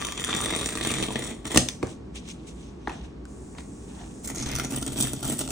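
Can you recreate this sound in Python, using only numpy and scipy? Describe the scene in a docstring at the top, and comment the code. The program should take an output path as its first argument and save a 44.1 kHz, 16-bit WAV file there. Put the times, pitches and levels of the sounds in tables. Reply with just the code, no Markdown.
"""In a small room, two paper seal strips are ripped off a stiff cardboard box on a wooden table.
Tears: uneven stick-slip bursts of shaped noise, which also drive modal filters of the hollow box.
The first strip comes free with cracks: fast-fading noise, box thumps and short sine rings.
Box knocks are sums of swelling sines; rubbing, rustle and sliding are noise under gain curves.
A noise reverb adds the room; a low rumble and one faint whine run throughout."""
import sys
import numpy as np
from scipy import signal
from scipy.fft import rfft, irfft
from scipy.io import wavfile

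SR = 44100
rng = np.random.default_rng(int(sys.argv[2]) if len(sys.argv) > 2 else 0)


def transcribe(u):
    """Save the signal u as a 16-bit wav file named by the first command-line argument.

    u: samples, shape (n,) or (channels, n), limited to [-1, 1]; the rate is SR.
    q: integer samples, one column per channel.
    """
    v = np.clip(np.atleast_2d(u).T, -1, 1)
    q = np.round(v * 32767).astype(np.int16)
    wavfile.write(sys.argv[1], SR, q)


N = 242984
TIME = np.arange(N) / SR
GRID_HZ = np.linspace(0, SR / 2, 2049)
SECOND_START_S = 4.22  # split between the two tears
PORT_PHASE_RAD = 0.33  # knocks and rings lead by this at left, lag by it at right

# strip lets go and whips, then paper ticks on box:
# t/s, crack level/dB, fade/s, ring f/Hz, ring level/dB, box thump level/dB
CRACK_EVENTS = [(1.5601, -22.5, 0.0043, 1140, -17, -15.5), (1.5736, -8, 0.004, 2670, -14.5, -18.5),
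                (1.577, -24, 0.00096, 1880, -13.5, -11.5), (1.6869, -21.5, 0.0027, 3550, -22, -55.5),
                (1.698, -37, 0.0018, 3480, -35, -56), (1.8286, -38, 0.0041, 2480, -33, -55),
                (1.8342, -42, 0.0013, 8200, -43, -22.5), (1.843, -50, 0.0053, 2300, -50, -56),
                (1.870, -39, 0.00087, 7200, -54, -60), (2.277, -45, 0.0013, 6200, -45, -72),
                (2.288, -38, 0.0016, 6400, -39, -73), (2.301, -49, 0.002, 5600, -37, -72),
                (2.313, -48, 0.002, 6500, -39, -70), (2.881, -48, 0.0028, 2300, -47, -58.5),
                (2.8952, -42.5, 0.0022, 2630, -33.5, -56.5), (2.9026, -50, .003, 1750, -36, -60),
                (2.918, -54, 0.0024, 2550, -40, -58), (3.254, -43.5, 0.00076, 1520, -40.5, -55.5),
                (3.585, -50, .002, 3720, -49, -59), (3.607, -46, 0.0019, 6700, -50, -55)]
# left-right likeness of diffuse sound: f/Hz, likeness (-1..1, clipped in use)
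DIFFUSE_LIKENESS = [(60, 1), (130, 0.94), (300, 0.89), (640, -0.29), (1400, 0.46), (3100, -0.45),
                    (7000, 0.93), (9500, -0.1), (11000, -1.6), (16000, -.9)]


def amp(db):
    """Decibels to gain."""
    return np.exp(np.asarray(db) * (np.log(10) / 20))


def rms_one(x):
    """Scales to an rms of 1."""
    return x / np.sqrt(np.mean(x ** 2) + 1e-20)


def on_grid(points):
    """Interpolates (Hz, value) points along log frequency."""
    hz, value = np.transpose(points)
    return np.interp(np.log(GRID_HZ + 1), np.log(hz), value)


def causal(gain):
    """Minimum-phase impulse response of a gain curve, by cepstrum folding."""
    cepstrum = irfft(np.log(gain + 1e-9))
    half = len(cepstrum) // 2
    folded = np.r_[cepstrum[0], 2 * cepstrum[1:half], np.zeros(half + 1)]
    return irfft(np.exp(rfft(folded)))


def at_ports(pair, spectrum, likeness):
    """Colours two unrelated signals as mid and side, returns left and right; white mid keeps its rms."""
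    gain = amp(on_grid(spectrum))
    alike = np.clip(on_grid(likeness), -.995, .995)
    kernels = np.array([causal(gain * np.sqrt(1 + alike)), causal(gain * np.sqrt(1 - alike))])
    kernels /= np.linalg.norm(kernels[0])
    mid, side = signal.oaconvolve(pair, kernels, axes=1)[:, :N]
    return np.array([mid + side, mid - side])


def clicks(times, sizes):
    """One impulse of the given size at each time."""
    samples = np.round(np.asarray(times) * SR).astype(int)
    return np.bincount(np.clip(samples, 0, N - 1), sizes, N)


def bursts(hits, fade_s):
    """Envelope that jumps at each hit and decays; overlaps add in power."""
    power = signal.lfilter([1], [1, -np.exp(-2 / (fade_s * SR))], hits ** 2 + 1e-18)
    return np.sqrt(power)


def drift(per_s):
    """Random piecewise-linear curve with per_s knots a second; spread near 1."""
    knots = rng.standard_normal(4000)
    return np.interp(TIME * per_s, np.arange(len(knots)), knots)


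def fibres(spread_db):
    """Two noise streams of tiny snaps with unequal, shared random gain."""
    unequal = amp(spread_db * np.clip(rng.standard_normal(N), -2, 2))
    return rms_one(rng.standard_normal((2, N)) * unequal)


def changing_colour(x, snap_db, clump_db):
    """Snaps and clumps shake different card patches: band gains drift fast and slowly."""
    split_hz = np.geomspace(900, 9000, 8)
    lows = [signal.sosfilt(signal.butter(2, hz, fs=SR, output="sos"), x) for hz in split_hz]
    bands = np.diff([0 * x, *lows, x], axis=0)
    gains = amp([snap_db * drift(130) + clump_db * drift(12) for _ in bands])
    gains /= np.sqrt(np.mean(gains ** 2, axis=0))
    return np.einsum("bn,bcn->cn", gains, bands)


def stroke(start_s, length_s, attack_s, release_s):
    """Gain of a movement: linear attack, hold, exponential release."""
    t = TIME - start_s
    return np.clip(t / attack_s, 0, 1) * np.exp(-np.maximum(t - length_s, 0) / release_s)


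def room_tone(rumble_db, whine_hz, whine_db):
    """Ventilation rumble as coloured noise, plus one faint sine whine."""
    # rumble spectrum: f/Hz, relative level/dB
    rumble_spectrum = [(20, -20), (38, -19), (58, 8.5), (85, -6), (110, -6), (180, -1.5), (300, -4.5),
                       (420, -8.5), (520, -16.5), (850, -20.5), (1500, -30.5), (3000, -36), (8500, -47),
                       (11000, -56.5)]
    rumble = at_ports(rng.standard_normal((2, N)), rumble_spectrum, DIFFUSE_LIKENESS)
    whine = np.sin(2 * np.pi * whine_hz * TIME)
    return amp(rumble_db) * rumble + amp(whine_db) * whine


def pulling_force(tilt):
    """Maximum of long draw, short tugs and held tension; positive tilt favours bright pulls."""
    # long draw on first strip, stalling near its end: t/s, force/dB, brightness/dB
    draw_points = [(0.0, 0, 0.5), (0.09, -6, -5), (0.145, -13.5, 5.5), (0.181, -4, -1.5),
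                   (0.235, -8.5, 0.5), (0.29, 1, -2.5), (0.55, -1.5, -0.5), (0.604, -3.5, -4.5),
                   (0.735, -8, 0), (0.84, 1, -2), (1.04, -1, -2), (1.075, -7, -1), (1.12, -5.5, 1),
                   (1.312, -7.5, 0.5), (1.345, -19.5, 0.5), (1.44, -29.5, 5.5)]
    # tugs finish first strip and work second loose: start/s, length/s, force/dB, brightness/dB
    tug_rows = [(1.44, 0.034, -4, -1), (1.494, 0.068, -2, -3), (1.529, 0.04, 2, 2), (4.232, 0.089, -7, 0.5),
                (4.27, 0.036, -2.5, 1.5), (4.341, 0.1, -2.5, 0.5), (4.446, 0.11, -1.5, -6),
                (4.564, 0.05, -0.5, -0.5), (4.626, 0.025, 0.5, -0.5), (4.69, 0.092, -1.5, -1.5),
                (4.807, 0.018, 3.5, 1.5), (4.855, 0.029, -4.5, -10), (4.913, 0.011, 0.5, -7),
                (4.955, 0.054, 3, 2), (4.991, 0.057, 2.5, -6.5), (5.045, 0.042, -4, -3),
                (5.218, 0.06, 0, 0), (5.262, 0.071, -1.5, -4.5), (5.38, 0.036, 1.5, -0.5),
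                (5.487, 0.029, 5, 3)]
    attack_s, release_s = 0.017, 0.0086
    tension_db, tension_rise_s = -12.5, 0.092  # keeps second strip creeping between tugs
    when_s, db, bright_db = np.transpose(draw_points)
    draw = amp(np.interp(TIME, when_s, db + tilt * bright_db)) * (TIME <= when_s[-1])
    tugs = [amp(tug_db + tilt * tug_bright_db) * stroke(start_s, length_s, attack_s, release_s)
            for start_s, length_s, tug_db, tug_bright_db in tug_rows]
    tension = amp(tension_db) * np.clip((TIME - SECOND_START_S) / tension_rise_s, 0, 1)
    return np.max([draw, tension, *tugs], axis=0)


def snags(force, per_s, spread_db):
    """Tougher seal spots give way at random: times, then impulses for card, fibres and box."""
    chance = rng.random((400, 4))
    times = np.cumsum(.4 + 1.2 * chance[:, 0]) / per_s
    in_scene = times < TIME[-1]
    hits = [force * clicks(times, amp(-spread_db * share) * in_scene) for share in chance[:, 1:].T]
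    return times, *hits


def sticking(times, stick_s, stick_db):
    """The tear stalls as tension builds: gain dips ahead of each given slip."""
    ahead = bursts(clicks(times, np.ones(len(times)))[::-1], stick_s)[::-1]
    return amp(stick_db * np.minimum(ahead, 1))


def slip_bursts(hits, fade_s, rise_s=0.0019):
    """A slip gathers speed over about a millisecond before it dies away."""
    return bursts(bursts(hits, fade_s), rise_s) * np.sqrt(2 / (rise_s * SR))


def strip_resonance(x, hz, width_hz, lift):
    """Lifts a narrow band at a moving centre by heterodyne one-pole; keeps overall level."""
    turn = np.exp(2j * np.pi * np.cumsum(hz) / SR)
    r = np.exp(-np.pi * width_hz / SR)
    baseband = signal.lfilter([1 - r], [1, -r], x * turn.conj() + 1e-18)
    out = x + lift * 2 * (baseband * turn).real
    return out * np.std(x) / np.std(out)


def off_the_lid(x, delay_s, wander_s, share):
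    """The lid mirrors the travelling tear: a wandering delay makes a moving comb."""
    late = TIME - delay_s - wander_s * drift(1.2)
    mirrored = np.array([np.interp(late, TIME, side) for side in x])
    return (x + share * mirrored) / np.hypot(1, share)


def box(force, edge=0):
    """Lid and enclosed air ring in modes; drive levels wander as the contact crosses their nodes."""
    # box modes: f/Hz, t60/s, then relative drive/dB at front edge, back edge, lid springing back
    modes = [(61, 0.23, -16.5, -38, -18.5), (95, 0.097, -5.5, -36, -1), (132, 0.23, -9.5, 0.5, -6.5),
             (189, 0.053, -1, -33, 2.5), (234.4, 0.089, -3, 3, -5), (272, 0.11, -7, 5, -10),
             (307.4, 0.048, 0, -17, -19), (420, 0.045, -5, -18, -10), (445, 0.046, -26.5, -39, -9),
             (578, 0.037, -1.5, -1, -12)]
    flex_s, flex_per_s = 0.0014, 14  # lid flexes under the hands, warping its ringing in time
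    out = 0
    for hz, t60_s, *drive_db in modes:
        r = amp(-60 / (t60_s * SR))
        w = 2 * np.pi * hz / SR
        drive = force * amp(drive_db[edge] + 2.5 * drift(6))
        out = out + signal.lfilter([1, -r * np.cos(w)], [1, -2 * r * np.cos(w), r * r], drive + 1e-18)
    out = np.interp(TIME - flex_s * drift(flex_per_s), TIME, out)
    # bending-wave dispersion: allpass spreads each blow around 240 Hz
    _, spread = signal.iirpeak(240, 1.5, fs=SR)
    out = signal.lfilter(spread[::-1], spread, out)
    return signal.sosfilt(signal.butter(2, [55, 650], "band", fs=SR, output="sos"), out) / 2


def tear(span_s, strip, rasp_spectrum, fizz_spectrum, edge, slips_per_s, uneven_db, fade_s,
         rasp_db, fizz_db, boom_db, boom_follows, boom_db_per_s, snags_per_s, snag_db, snag_boom_db,
         slip_rasp_db, slip_fizz_db, strip_lift):
    """Stick-slip: slips snap fibres and tug the box, over steady glue drag; all follow the pull."""
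    # strongest slips: t/s, card rasp/dB, fibre snap/dB (both before slip offsets), box thump/dB
    strong_slips = [(0.0144, -20, -27, -54), (0.0222, -20, -37, -44), (0.0476, -21, -22, -43),
                    (0.068, -25.5, -23, -46), (0.0856, -20.5, -35, -52), (0.1217, -19, -21.5, -47),
                    (0.1756, -27, -24, -33.5), (0.196, -29, -23, -33), (0.2397, -21, -19.5, -50),
                    (0.246, -24, -20, -48), (0.27, -25.5, -21, -47), (0.2924, -22, -30, -51),
                    (0.3281, -14, -18, -50), (0.3387, -17.5, -19, -42), (0.348, -22, -15, -28),
                    (0.3632, -29, -17.5, -39), (0.404, -20, -27, -55), (0.4198, -22, -26, -48),
                    (0.4461, -29, -26, -34), (0.4589, -20, -16.5, -26), (0.4832, -21, -23, -43),
                    (0.494, -20, -25, -38), (0.5035, -21, -20, -36), (0.5251, -20.5, -22, -25),
                    (0.536, -20, -28, -28), (0.549, -18.5, -21, -33), (0.5618, -26, -19, -24),
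                    (0.5883, -24, -38, -40), (0.6113, -21, -28, -26.5), (0.6275, -27, -32, -31),
                    (0.6588, -20, -14.5, -27.5), (0.6693, -38, -22.5, -42), (0.6887, -24, -24, -48),
                    (0.705, -34, -29, -38), (0.723, -29, -38, -35), (0.7529, -21, -21.5, -31),
                    (0.7724, -22, -25, -36), (0.7845, -25, -35, -42), (0.8101, -17.5, -25, -33),
                    (0.8278, -21.5, -29, -36), (0.8486, -15, -23, -39), (0.8717, -20, -15, -28),
                    (0.9388, -19, -19, -33), (0.983, -21, -28, -49), (1.0255, -15.5, -14, -32),
                    (1.032, -19, -23, -38), (1.037, -20.5, -24, -39), (1.0636, -32, -31, -37),
                    (1.084, -22, -28, -24.5), (1.1052, -21, -27, -40), (1.1569, -16, -14.5, -21),
                    (1.2213, -31, -23.5, -42), (1.4533, -27.5, -24, -34), (1.516, -22.5, -24, -40),
                    (1.5458, -26.5, -35, -26.5), (4.274, -39.5, -24, -44.5), (4.3, -27.5, -24, -32),
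                    (4.347, -32.5, -26, -53), (4.3816, -42, -24, -50), (4.3996, -33, -23, -41),
                    (4.4242, -31, -22.5, -34.5), (4.4614, -28, -23, -33.5), (4.4889, -32, -19.5, -37),
                    (4.5145, -27, -18.5, -38), (4.5233, -36, -27, -45), (4.5336, -32, -24, -33.5),
                    (4.5525, -26, -21, -50), (4.5606, -25.5, -16.5, -57), (4.5847, -28, -20, -34),
                    (4.5974, -21, -17, -52), (4.6471, -41, -22.5, -27), (4.7221, -33, -28, -29),
                    (4.7448, -37, -23, -34), (4.7613, -40, -26, -43), (4.8266, -35, -22, -36),
                    (4.8639, -32, -23, -31), (4.8772, -31, -18, -34), (4.901, -36, -36, -36),
                    (4.9589, -30, -30, -29), (4.9854, -31, -26, -29), (5.003, -24.5, -28, -31),
                    (5.0083, -28, -16, -36), (5.0239, -34, -15, -50), (5.0409, -29, -27, -40),
                    (5.0699, -24, -24, -50), (5.1327, -34, -23, -27.5), (5.2276, -27.5, -23.5, -30.5),
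                    (5.2444, -27, -36, -39), (5.2774, -36, -20, -36), (5.298, -44, -29, -23.5),
                    (5.319, -37, -33, -27.5), (5.4122, -30, -22.5, -28), (5.476, -28, -24, -54),
                    (5.4875, -29, -25, -52), (5.5043, -32, -18, -55)]
    # left-right likeness close by: f/Hz, likeness (-1..1, clipped in use)
    near_likeness = [(60, 1), (270, 1), (450, -1), (740, -0.096), (1220, 0.82), (2000, 0.92), (3300, -0.43),
                     (5500, 0.67), (9300, 0.51), (10200, -0.77), (11000, -0.99), (14000, -1.3),
                     (15500, 0.59)]
    patch_hz, patch_octaves, patches_per_s = 1670, 0.45, 55  # middle pitch, spread, change rate
    patch_width_hz, patch_lift = 190, 1.2
    flutter_share, flutter_per_s = 0.011, 9  # strip bending detunes its resonances

    start_s, end_s = span_s
    active = (TIME >= start_s) * (TIME < end_s)
    card_force, force, fibre_force = [pulling_force(tilt) * active for tilt in (-.5, 0, .5)]
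    # boom grows as the tear travels out over the lid
    boom = force ** boom_follows * amp(boom_db_per_s * (TIME - start_s))
    rows = [row for row in strong_slips if start_s <= row[0] < end_s]
    slip_s, card_db, fibre_db, thump_db = np.transpose(rows)
    stalling = sticking(slip_s, stick_s=.009, stick_db=-7)
    snag_s, snag_rasp, snag_fizz, snag_boom = snags(force * stalling, snags_per_s, spread_db=5.5)

    # small slips: uneven gaps and sizes
    chance = rng.random((1500, 2))
    times = np.cumsum(.25 + 1.5 * chance[:, 0]) / slips_per_s
    small = clicks(times, amp(uneven_db * chance[:, 1]) * (times < TIME[-1]))
    crackle = rms_one(slip_bursts(small, fade_s))
    # steady glue drag equals the crackle in rms
    grain = stalling * np.hypot(crackle, 1) * sticking(snag_s, stick_s=.006, stick_db=-6)

    card_hits = clicks(slip_s, amp(card_db + slip_rasp_db)) + amp(snag_db) * snag_rasp
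    card = np.hypot(amp(rasp_db) * card_force * grain, slip_bursts(card_hits, fade_s))
    fibre_hits = clicks(slip_s, amp(fibre_db + slip_fizz_db)) + amp(snag_db) * snag_fizz
    fibre = np.hypot(amp(fizz_db) * fibre_force * grain, slip_bursts(fibre_hits, fade_s))
    card = at_ports(card * fibres(spread_db=3.2), rasp_spectrum, near_likeness)
    fibre = at_ports(fibre * fibres(spread_db=3.5), fizz_spectrum, near_likeness)

    # each loosened card patch rings at its own pitch
    patch_pitch_hz = patch_hz * 2 ** (patch_octaves * drift(patches_per_s))
    card = strip_resonance(card, patch_pitch_hz, patch_width_hz, patch_lift)
    # taut strip rings along
    when_s, *centres_hz = np.transpose(strip)
    lower_hz, upper_hz = [np.interp(TIME, when_s, hz) * (1 + flutter_share * drift(flutter_per_s))
                          for hz in centres_hz]
    paper = strip_resonance(card, lower_hz, width_hz=300, lift=strip_lift)
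    paper = paper + strip_resonance(fibre, upper_hz, width_hz=600, lift=strip_lift)
    paper = changing_colour(paper, snap_db=4.2, clump_db=3.5)
    paper = off_the_lid(paper, delay_s=.0009, wander_s=.00009, share=.4)

    # small-slip drive normalised by the box response
    jolts = amp(boom_db) * boom * small / np.std(box(small, edge))
    jolts = jolts + amp(snag_boom_db) * snag_boom + clicks(slip_s, amp(thump_db))
    return paper + box(jolts, edge)


def leaning(x):
    """Shares each pitch unevenly between left and right."""
    # stereo lean: f/Hz, left minus right level/dB
    lean = [(130, 3), (290, -3.5), (420, -4), (640, 6.5), (1400, 0.5), (3100, 2.5), (6800, -0.5),
            (15000, -2)]
    kernels = np.array([causal(amp(sign * on_grid(lean) / 2)) for sign in (1, -1)])
    return signal.oaconvolve(x, kernels, axes=1)[:, :N]


def room(x, onset_s, bass_db, bass_t60_s):
    """Dense reflections as decaying noise, bass lasting longer; mid and side have separate tails."""
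    # reflection colour: f/Hz, level/dB
    colour = [(300, 0), (1100, -1), (2600, -2.5), (4500, -0.5), (8500, -0.5), (12000, -6.5)]
    t60_s, level_db = 0.3, -4.5
    t = TIME[:int(.7 * SR)]
    noise = rng.standard_normal((2, len(t))) * (1 - np.exp(-t / onset_s))
    bass = signal.sosfilt(signal.butter(1, 450, fs=SR, output="sos"), noise)
    tail = (noise - bass) * amp(-60 * t / t60_s) + bass * amp(bass_db - 60 * t / bass_t60_s)
    tail /= np.linalg.norm(tail, axis=1, keepdims=True)
    tail = signal.oaconvolve(tail, [causal(amp(on_grid(colour)))], axes=1)
    mid_side = np.array([x[0] + x[1], x[0] - x[1]]) / 2
    mid, side = signal.oaconvolve(mid_side, tail, axes=1)[:, :N]
    return amp(level_db) * np.array([mid + side, mid - side])


def cracks(fade_shape):
    """Each crack is milliseconds of noise that breaks off fast, plus a thump of the whole lid."""
    # crack spectrum: f/Hz, relative level/dB
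    crack_spectrum = [(200, -9.5), (500, 0.5), (1100, -1), (1500, -2.5), (2000, 3.5), (3200, 6), (4400, 3),
                      (6000, 6), (7500, 6), (9200, 5), (11000, -16.5), (16000, -10.5)]
    # left-right likeness: f/Hz, likeness (-1..1)
    likeness = [(270, 0.79), (600, 0.73), (1200, 0.69), (3300, -0.38), (5500, 0.82), (8800, -0.083),
                (10500, -0.23), (15500, 0.32)]
    pair, t = np.zeros((2, N)), TIME[:SR // 10]
    for when_s, db, fade_s, *_ in CRACK_EVENTS:
        start = round(when_s * SR)
        fade = np.exp(-(t / fade_s) ** fade_shape)
        pair[:, start:start + len(t)] += amp(db) * fade * rng.standard_normal((2, len(t)))
    times, *_, thump_db = np.transpose(CRACK_EVENTS)
    thumps = box(clicks(times, amp(thump_db)), edge=2)
    return at_ports(pair, crack_spectrum, likeness) + thumps


def card_rings(t60_s):
    """Card rings after each crack: a decaying sine, phase-shifted between the sides."""
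    out, t = np.zeros((2, N)), TIME[:SR // 10]
    for when_s, _, _, hz, db, _ in CRACK_EVENTS:
        start = round(when_s * SR)
        wave = np.sin(2 * np.pi * hz * t + PORT_PHASE_RAD * np.array([[1], [-1]]))
        out[:, start:start + len(t)] += amp(db - 60 * t / t60_s) * wave
    return out


def swell(peak_s, rise_s, fall_s):
    """Gain of a brushing movement: exponential rise to a peak and fall."""
    distance = np.maximum((peak_s - TIME) / rise_s, (TIME - peak_s) / fall_s)
    return np.exp(-np.clip(distance, 0, 20))


def swells(rows):
    """One gain curve per dB column of a movement table; movements add in power."""
    shapes = np.array([swell(*row[:3]) for row in rows])
    return np.sqrt(amp(np.array(rows)[:, 3:].T) ** 2 @ shapes ** 2)


def handling(creases_per_s, crease_db):
    """Hands and sleeves rub, paper rustles as creases flip, card slides with a fine hiss."""
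    # hands and sleeves on box: peak t/s, rise/s, fall/s, level/dB
    rubs = [(1.855, 0.0088, 0.037, -45.5), (2.158, 0.008, 0.012, -50), (2.905, 0.014, 0.059, -43.5),
            (3.045, 0.02, 0.022, -53), (3.582, 0.019, 0.018, -49), (3.99, 0.067, 0.075, -50.5)]
    # loose strip through air and fingers: peak t/s, rise/s, fall/s, rustle level/dB, hiss level/dB
    swishes = [(1.905, 0.051, 0.031, -52, -50.5), (2.158, 0.0062, 0.023, -42, -45),
               (2.305, 0.033, 0.026, -47, -48), (2.476, 0.0072, 0.027, -47, -49.5),
               (2.62, 0.2, 0.085, -59, -60), (2.93, 0.051, 0.063, -50, -57.5),
               (3.052, 0.03, 0.03, -55.5, -63), (3.585, 0.0073, 0.031, -57, -53),
               (4.0, 0.16, 0.17, -58, -64)]
    # spectra: f/Hz, relative level/dB
    rub_spectrum = [(250, -19), (600, 2.5), (800, 8), (1200, -8), (1800, -0.5), (2300, -18), (3200, -7),
                    (8000, -54)]
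    rustle_spectrum = [(700, -27.5), (1700, -9), (2400, 3), (3000, 3), (3700, 3), (4800, -6), (6200, 1),
                       (7300, -24), (9500, -21), (14000, -41.5)]
    slide_spectrum = [(2000, -34), (4800, -14), (6200, -5.5), (8000, -3), (9200, -4.5), (10500, -17),
                      (13000, -25), (16000, -9)]
    # box slowly turned on the table, its hiss swelling
    turn_start_s, turn_end_s, turn_ramp_s = 3.26, 4.24, 0.034
    turn_db, turn_db_per_s = -59.5, 4

    rub, = swells(rubs)
    rustle, hiss = swells(swishes)
    turning = amp(turn_db + turn_db_per_s * (TIME - turn_start_s))
    turning = turning * stroke(turn_start_s, turn_end_s - turn_start_s, turn_ramp_s, turn_ramp_s)
    slide = np.hypot(turning, hiss)
    creases = (rng.random(N) < creases_per_s / SR) * amp(crease_db * rng.random(N))
    crinkle = rms_one(np.hypot(bursts(creases, .0015), .7) * amp(2.5 * drift(45)))
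    rubbing = at_ports(rub * crinkle * fibres(spread_db=0.0), rub_spectrum, DIFFUSE_LIKENESS)
    paper = at_ports(rustle * crinkle * fibres(spread_db=3.5), rustle_spectrum, DIFFUSE_LIKENESS)
    sliding = at_ports(slide * fibres(spread_db=5.5), slide_spectrum, DIFFUSE_LIKENESS)
    return changing_colour(rubbing + paper, snap_db=5, clump_db=3) + sliding


def knocks():
    """Bending waves in the stiff panel: modes swell and die in a few cycles, low ones last."""
    # hand and box on table: t/s, clack level/dB, lowest ring f/Hz, brightness/(dB/octave), thud level/dB
    blows = [(1.828, -24, 1120, 1.5, -22), (1.8311, -24.5, 493, -10, -20.5), (1.8388, -35, 642, -11, -23.5),
             (2.8734, -21, 860, 4.5, -37), (2.878, -38, 763, 7, -23), (2.8966, -30, 950, -6, -40),
             (2.9023, -41, 840, 11, -37), (2.938, -49, 905, 5, -46), (3.55, -46, 1130, 5, -54),
             (3.584, -39.5, 1040, 11, -46), (3.605, -52, 1050, 10, -54)]
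    # panel modes: multiple of lowest ring, relative level/dB
    panel = [(1, 1.5), (1.42, -2.5), (1.95, -2.5), (3.0, -19), (4.1, -17), (6.4, -37.5)]
    panel_q = 3.97
    thud_hz, thud_q = 306, 2.5  # side wall bends as a whole
    out, t = np.zeros((2, N)), TIME[:SR // 10]
    for when_s, db, ring_hz, bright_db, thud_db in blows:
        start = round(when_s * SR)
        modes = [(ring_hz * ratio, panel_q, db + mode_db + bright_db * np.log2(ratio))
                 for ratio, mode_db in panel]
        for hz, q, level_db in [*modes, (thud_hz, thud_q, thud_db)]:
            age = np.pi * hz * t / q  # 1 at the top of the swell
            envelope = age ** 1.5 * np.exp(1.5 - 1.5 * age)
            wave = np.sin(2 * np.pi * hz * t + PORT_PHASE_RAD * np.array([[1], [-1]]))
            out[:, start:start + len(t)] += amp(level_db) * envelope * wave
    return out


def scene():
    """Tears, cracks and knocks in the room, plus handling noise and room tone."""
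    # strip resonances shift as the strip lengthens: t/s, lower f/Hz, upper f/Hz
    first_strip = [(0.0, 3000, 6140), (0.421, 3660, 8250), (0.799, 4090, 8100), (1.56, 3800, 7950)]
    second_strip = [(4.252, 2270, 7440), (4.4, 2260, 6260), (4.62, 2120, 5900), (4.78, 3020, 8370),
                    (5.05, 3230, 7700), (5.51, 2780, 8000)]
    # card rasp and fibre fizz spectra: f/Hz, relative level/dB
    first_rasp = [(200, -4.5), (480, 7), (620, 5), (800, 1), (1000, -0.5), (1170, 4.5), (1420, -4.5),
                  (1800, 7), (2200, -0.5), (2600, 1.5), (3500, 5.5), (4400, -5), (5300, -8.5), (8000, -34)]
    second_rasp = [(200, 15), (560, 11), (740, 12.5), (1020, 0.5), (1250, 4.5), (1550, 6.5), (2300, -0.5),
                   (2650, 6), (3150, 6.5), (4000, 9.5), (5000, -11.5), (8000, -53)]
    first_fizz = [(2500, -10.5), (4800, -16), (5700, -2), (6500, -5.5), (7300, -0.5), (7900, -8),
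                  (8900, -0.5), (10000, -5.5), (10900, -16.5), (13000, -7.5), (15800, -15)]
    second_fizz = [(2500, -54), (4800, -4.5), (6200, -1.5), (7000, -5), (8200, -1.5), (9400, -1.5),
                   (10600, 0.5), (12500, -2), (15000, -1.5), (16000, -30)]
    first = tear(
        (0, SECOND_START_S), first_strip, first_rasp, first_fizz, edge=0,
        slips_per_s=125, uneven_db=9.5, fade_s=0.00096, rasp_db=-37.5, fizz_db=-37.0,
        boom_db=-42.5, boom_follows=0.98, boom_db_per_s=8.5,
        snags_per_s=38, snag_db=-30, snag_boom_db=-32.5,
        slip_rasp_db=-1.5, slip_fizz_db=-2.25, strip_lift=1.3)
    second = tear(
        (SECOND_START_S, np.inf), second_strip, second_rasp, second_fizz, edge=1,
        slips_per_s=140, uneven_db=6.5, fade_s=0.0011, rasp_db=-40.5, fizz_db=-39.0,
        boom_db=-40.5, boom_follows=0.47, boom_db_per_s=4.0,
        snags_per_s=32, snag_db=-40.0, snag_boom_db=-27.0,
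        slip_rasp_db=0.0, slip_fizz_db=-4.0, strip_lift=1.64)
    direct = first + second + cracks(fade_shape=1.8) + knocks()
    rustles = handling(creases_per_s=93, crease_db=3.5)
    reflections = room(direct, onset_s=0.00071, bass_db=-7.0, bass_t60_s=0.43)
    placed = leaning(direct + card_rings(t60_s=0.023) + reflections)
    return placed + rustles + room_tone(rumble_db=-41, whine_hz=1120, whine_db=-66.0)


def record(dry):
    """Hard clip at full scale, then a steep low-pass."""
    stop_hz, stop_db = 16800, 70
    lowpass = signal.cheby2(16, stop_db, stop_hz, fs=SR, output="sos")
    return signal.sosfilt(lowpass, np.clip(dry, -1, 1))


dry = scene()
out = record(dry)
transcribe(out)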